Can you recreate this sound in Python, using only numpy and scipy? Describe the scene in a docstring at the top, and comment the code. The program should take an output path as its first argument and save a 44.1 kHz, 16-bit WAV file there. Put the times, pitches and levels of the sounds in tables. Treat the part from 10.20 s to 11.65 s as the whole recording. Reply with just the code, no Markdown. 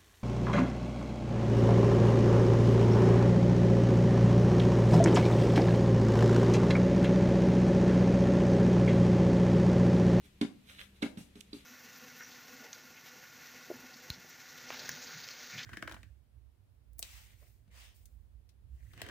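"""Patting dough on a table

A hand pats soft dough, peels it up, flips it and pats it again. Each blow is a dull thump
with a slap of escaping air; trapped air pockets pop. In between, skin rustles on floury dough
and ticks as it lets go. A small, quiet room adds a quick flutter of echoes over a low hum."""
import sys
import numpy as np
from scipy import signal
from scipy.fft import rfft, irfft
from scipy.io import wavfile
from scipy.ndimage import uniform_filter1d

SR = 44100
rng = np.random.default_rng(int(sys.argv[2]) if len(sys.argv) > 2 else 0)


def output_pcm(signal):
    """Save a mono or channel-first signal as 16-bit PCM at the path in sys.argv[1].

    Samples are clipped to [-1, 1] before scaling.
    """
    pcm = np.clip(np.atleast_2d(signal).T, -1, 1) * 32767
    wavfile.write(sys.argv[1], SR, np.round(pcm).astype(np.int16))


N = 63945
T = np.arange(N) / SR
BINS_HZ = np.fft.rfftfreq(N, 1 / SR)

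# Blows. Each row: start in seconds, thump level in dB, thump pitch in Hz, knock, puff and slap
# levels in dB, slap envelope rise and decay in seconds, settling hiss level in dB.
BLOWS = [(.038, -59, 290, -64, -70.5, -70, 0.0022, 0.0035, -75),
         (0.2123, -19, 257.4, -34, -37, -29.5, 0.00092, 0.0025, -76),
         (0.8251, -23, 262.7, -38, -36, -32.5, 0.0045, 0.003, -61.5),
         (0.9721, -33.5, 187, -74, -49, -47, 0.0016, 0.0029, -57.5),
         (1.155, -45, 234, -51, -81, -51, .002, 0.0031, -67),
         (1.3297, -37, 283, -46, -54, -49, 0.0026, 0.0026, -60)]
# Air slap spectrum. Each row: frequency in Hz, relative level in dB.
SLAP_SPECTRUM = [(100, -12), (450, 2), (1000, -4), (1400, 0), (2200, 0), (3800, 3), (5200, -8.5),
                 (10500, -13), (16000, -42)]
# Settling hiss spectrum. Each row: frequency in Hz, relative level in dB.
HISS_SPECTRUM = [(200, -23), (700, -15), (1300, -10.5), (2800, 0), (5000, -5), (10000, -4), (16000, -17.5)]
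# Table and room resonances, plus a faint ringing object near 1.4 kHz. Each row: frequency in Hz, level in dB re
# the thump, T60 in seconds.
LOW_MODES = [(62, -19, 0.12), (156.4, -31, 0.28), (236.4, -20.5, 0.34), (286.5, -14.5, 0.27),
             (383, -35.5, 0.3), (565, -34, .2), (735, -37, 0.26), (1380, -53, .2)]
# Trapped air. Each row: start in seconds, pitch in Hz, level in dB, decay in seconds.
AIR_POCKETS = [(.2125, 3464, -22, 0.00091), (.214, 4240, -28, 0.0023), (.214, 4650, -30, 0.0012),
               (.216, 2206, -34, 0.0047), (.822, 3850, -29.5, 0.0027), (.8255, 3004, -39, .004),
               (.826, 1600, -33.5, 0.0046), (.830, 2185, -27.5, 0.0048), (.831, 2690, -34.5, 0.0052),
               (1.3318, 4680, -33.5, 0.0019), (1.3315, 3990, -30, 0.0016)]
# Skin sliding. Each row: peak time, rise and fade in seconds, coarse and fine levels in dB.
SLIDES = [(0.06, 0.023, 0.0067, -64, -64.5), (.503, 0.029, 0.036, -55, -60.5),
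          (0.611, 0.025, 0.0064, -45, -59.5), (0.639, .02, 0.0047, -77, -61),
          (.77, .02, 0.015, -66.5, -72.5), (1.182, 0.0095, 0.0062, -66, -74),
          (1.4, 0.057, 0.039, -61, -70.5)]
# Coarse friction spectrum. Each row: frequency in Hz, relative level in dB.
COARSE_SPECTRUM = [(200, -16), (550, -5.5), (900, -26), (1400, -1), (2300, 2), (3300, 2.5), (4000, 4.5),
                   (4600, -17), (9000, -26), (16000, -40)]
# Fine friction spectrum. Each row: frequency in Hz, relative level in dB.
FINE_SPECTRUM = [(500, -10), (2500, -1), (5000, 5), (8000, 5.5), (11500, 4.5), (16000, -7)]
# Skin unsticking. Each row: time in seconds, level in dB, centre in Hz, width in octaves.
RELEASES = [(.497, -39, 2430, 1.36), (0.5936, -33, 2130, 1.32), (0.6143, -32.5, 2270, 1.44),
            (1.2074, -35, 5500, 3), (1.2106, -34.5, 3070, 0.8), (1.2106, -37, 7200, 1.2)]
# Wall and ceiling echoes. 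Each row: delay in seconds, linear gain.
REFLECTIONS = [(.0098, 0.51), (.0133, 0.19), (0.0169, 0.44), (0.0258, .1), (.035, 0.42), (.0525, 0.054)]
# Room decay. Each row: frequency in Hz, T60 in seconds.
ROOM_T60 = [(100, 0.37), (330, 0.54), (600, 0.44), (1000, .28), (3000, 0.23), (8000, 0.28), (16000, 0.3)]
# Background spectrum. Each row: frequency in Hz, relative level in dB.
FLOOR_SPECTRUM = [(15, -46), (25, -1.5), (130, -3.5), (236, -9), (394, -13), (516, -17.5), (641, -22),
                  (1400, -24.5), (2410, -20), (3920, -23), (5000, -28.5), (14800, -34), (16000, -47)]
# Background stereo image. Each row: frequency in Hz, left-right correlation from 0 to 1.
FLOOR_COHERENCE = [(30, 1), (200, 0.97), (500, 0.2), (2000, 0.17), (12000, 0.1)]
# Room hum. Each row: frequency in Hz, RMS level in dB.
HUM_TONES = [(68.5, -68.5), (100, -77), (199, -69.5)]

THUMP_RISE_S, THUMP_DECAY_S, THUMP_HIGHPASS_HZ = 0.0031, 0.0037, 111.5
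SLAP_DELAY_S = 0.002
PUFF_HZ, PUFF_WIDTH_OCT, PUFF_SKIRT_DB = 667, 1.46, 40
HISS_RISE_S, HISS_HOLD_S, HISS_FADE_S = 0.0027, 0.039, 0.02
KNOCK_HZ, KNOCK_RISE_S, KNOCK_DECAY_S, MODE_BUILD_S = 407.4, 0.0069, 0.026, 0.028
POP_RISE_S, POP_SEND_DB = 0.00036, -6.5
GRAIN_DEPTH_DB, GRAIN_STEP_S = 6, 0.0015
TICK_DECAY_S, TICK_SKIRT_DB, TICK_LOWPASS_HZ = 0.00059, 46.5, 11300
TICK_LEFT_DB, TICK_SEND_DB = -9, -14.5
SEND_LEFT_DB, SEND_RIGHT_DB, THUMP_SEND_DB = -0.5, -7.5, -12
LEFT_DELAY_S, LEFT_BRIGHT_DB = 15 / SR, -7
FLOOR_DB, FLOOR_LEFT_DB = -64, 1
ECHO_LOWPASS_HZ, OUTPUT_LOWPASS_HZ = 830, 15900


def thumps():
    """Each blow pushes the dough into the table: a few heavily damped swings."""
    out = np.zeros(N)
    for start_s, db, hz, *_ in BLOWS:
        age_s = np.maximum(T - start_s, 0)
        envelope = (1 - np.exp(-(age_s / THUMP_RISE_S) ** 2)) * np.exp(-age_s / THUMP_DECAY_S)
        out -= amp(db) * envelope / envelope.max() * np.sin(2 * np.pi * hz * age_s)
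    return signal.lfilter(*signal.butter(2, THUMP_HIGHPASS_HZ, "high", fs=SR), out)


def air_slaps():
    """Air escapes from under palm or dough: low puff, bright slap, then hiss as the dough settles."""
    out = np.zeros(N)
    for start_s, _, _, _, puff_db, slap_db, rise_s, decay_s, hiss_db in BLOWS:
        age_s = T - start_s
        envelope = swell(start_s + SLAP_DELAY_S, rise_s, decay_s)
        slap = amp(slap_db) * burst(envelope, curve(SLAP_SPECTRUM))
        puff = amp(puff_db) * burst(envelope, PUFF_SKIRT_DB * bell(PUFF_HZ, PUFF_WIDTH_OCT))
        out += (slap + puff) * np.exp(np.minimum(age_s, 0) / rise_s)  # steepens the onset
        hiss_rise = np.clip(age_s / HISS_RISE_S, 0, 1)
        hiss_fade = np.exp(-np.maximum(age_s - HISS_HOLD_S, 0) / HISS_FADE_S)
        out += amp(hiss_db) * hiss_rise * hiss_fade * noise(HISS_SPECTRUM)
    return out


def table_knocks():
    """The table top knocks hollowly; table and room modes and a nearby ringing object build up and ring on."""
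    out = np.zeros(N)
    for start_s, thump_db, _, knock_db, *_ in BLOWS:
        out += amp(knock_db) * ring(start_s, KNOCK_HZ, KNOCK_RISE_S, KNOCK_DECAY_S)
        age_s = np.maximum(T - start_s, 0)
        build = 1 - np.exp(-age_s / MODE_BUILD_S)
        for hz, db, t60_s in LOW_MODES:
            out -= amp(thump_db + db - 60 * age_s / t60_s) * build * np.sin(2 * np.pi * hz * age_s)
    return out


def air_pops():
    """Each air pocket rings for a few milliseconds as it opens."""
    return sum(amp(db) * ring(start_s, hz, POP_RISE_S, decay_s)
               for start_s, hz, db, decay_s in AIR_POCKETS)


def skin_rubs():
    """Grainy friction of skin on floury dough and table, under a smooth fine hiss."""
    knots_s = np.arange(0, 2, GRAIN_STEP_S)
    grain_db = GRAIN_DEPTH_DB * np.interp(T, knots_s, rng.standard_normal(N)[:len(knots_s)])
    coarse = unit_rms(amp(grain_db)) * noise(COARSE_SPECTRUM)
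    fine = noise(FINE_SPECTRUM)
    return sum(swell(peak_s, rise_s, fade_s) * (amp(coarse_db) * coarse + amp(fine_db) * fine)
               for peak_s, rise_s, fade_s, coarse_db, fine_db in SLIDES)


def sticky_ticks():
    """Skin lets go of the dough: tiny, nearly dry snaps to the right. Stereo."""
    snaps = np.zeros(N)
    for peak_s, db, hz, width_oct in RELEASES:
        envelope = swell(peak_s, TICK_DECAY_S / 10, TICK_DECAY_S)
        snaps += amp(db) * burst(envelope, TICK_SKIRT_DB * bell(hz, width_oct))
    snaps = signal.lfilter(*signal.butter(2, TICK_LOWPASS_HZ, fs=SR), snaps)
    direct = np.array([amp(TICK_LEFT_DB) * delay(snaps, LEFT_DELAY_S), snaps])
    return direct + amp(TICK_SEND_DB) * np.array([reverb(snaps), reverb(snaps)])


def echoes(x):
    """Walls and ceiling return dull, delayed copies."""
    dull = signal.lfilter(*signal.butter(1, ECHO_LOWPASS_HZ, fs=SR), x)
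    return sum(gain * delay(dull, delay_s) for delay_s, gain in REFLECTIONS)


def reverb(x):
    """Diffuse room tail; each band decays at its own rate."""
    hz, age_s, bands = signal.stft(rng.standard_normal(SR // 2), SR, nperseg=256)
    decay = amp(-60 * age_s / curve(ROOM_T60, hz)[:, None])
    onset = np.minimum(age_s / 0.0016, 1)
    _, response = signal.istft(bands * decay * onset, SR, nperseg=256)
    return signal.fftconvolve(x, response / np.linalg.norm(response))[:N]


def room_tone():
    """Steady centred rumble, wide hiss and faint hum. Stereo."""
    left, independent = noise(FLOOR_SPECTRUM), noise(FLOOR_SPECTRUM)
    coherence = curve(FLOOR_COHERENCE)
    right = irfft(coherence * rfft(left) + np.sqrt(1 - coherence ** 2) * rfft(independent), N)
    hum = sum(amp(db) * np.sqrt(2) * np.sin(2 * np.pi * (hz * T + rng.random())) for hz, db in HUM_TONES)
    return amp(FLOOR_DB) * np.array([amp(FLOOR_LEFT_DB) * left, right]) + hum


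def amp(db):
    """dB to linear gain."""
    return 10 ** (db / 20)


def unit_rms(x):
    """Scale to RMS 1."""
    return x / np.sqrt(np.mean(x ** 2) + 1e-20)


def curve(table, hz=BINS_HZ):
    """Interpolate a table over log frequency."""
    knots_hz, values = np.transpose(table)
    return np.interp(np.log(hz + 1), np.log(knots_hz + 1), values)


def bell(hz, width_oct):
    """Gaussian over log frequency, peak 1."""
    return np.exp(-0.5 * (np.log2((BINS_HZ + 1) / hz) / width_oct) ** 2)


def swell(peak_s, rise_s, fade_s):
    """Exponential rise and fall, peak 1."""
    return np.exp(-np.maximum((peak_s - T) / rise_s, (T - peak_s) / fade_s))


def ring(start_s, hz, rise_s, decay_s):
    """Damped sine with a soft onset."""
    age_s = np.maximum(T - start_s, 0)
    return (1 - np.exp(-age_s / rise_s)) * np.exp(-age_s / decay_s) * np.sin(2 * np.pi * hz * age_s)


def noise(spectrum):
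    """Steady coloured noise, RMS 1."""
    return unit_rms(irfft(rfft(rng.standard_normal(N)) * amp(curve(spectrum)), N))


def burst(envelope, colour_db):
    """Noise burst, whitened, then coloured; keeps the envelope's RMS."""
    spectrum = rfft(envelope * rng.standard_normal(N))
    spectrum /= np.sqrt(abs(uniform_filter1d(abs(spectrum) ** 2, size=233)) + 1e-20)
    return unit_rms(irfft(spectrum * amp(colour_db), N)) * np.sqrt(np.mean(envelope ** 2))


def delay(x, delay_s):
    """Fractional delay."""
    return np.interp(T - delay_s, T, x, left=0)


def scene():
    """Hands slightly to the right; echoes and room ring all around."""
    thump, slap, pop, rub = thumps(), air_slaps(), air_pops(), skin_rubs()
    bright = slap + pop + rub
    bright_send = slap + amp(POP_SEND_DB) * pop + rub
    thump_send = amp(THUMP_SEND_DB) * thump
    left = delay(thump + amp(LEFT_BRIGHT_DB) * bright, LEFT_DELAY_S)
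    left += reverb(amp(SEND_LEFT_DB) * bright_send + thump_send)
    right = thump + bright + reverb(amp(SEND_RIGHT_DB) * bright_send + thump_send)
    centre = table_knocks() + echoes(thump + bright)
    return np.array([left, right]) + centre + sticky_ticks() + room_tone()


def record(dry):
    """Steep linear-phase low-pass."""
    taps = signal.firwin(511, OUTPUT_LOWPASS_HZ, window=("kaiser", 9), fs=SR)
    return signal.oaconvolve(dry, taps[None], "same")


dry = scene()
out = record(dry)
output_pcm(out)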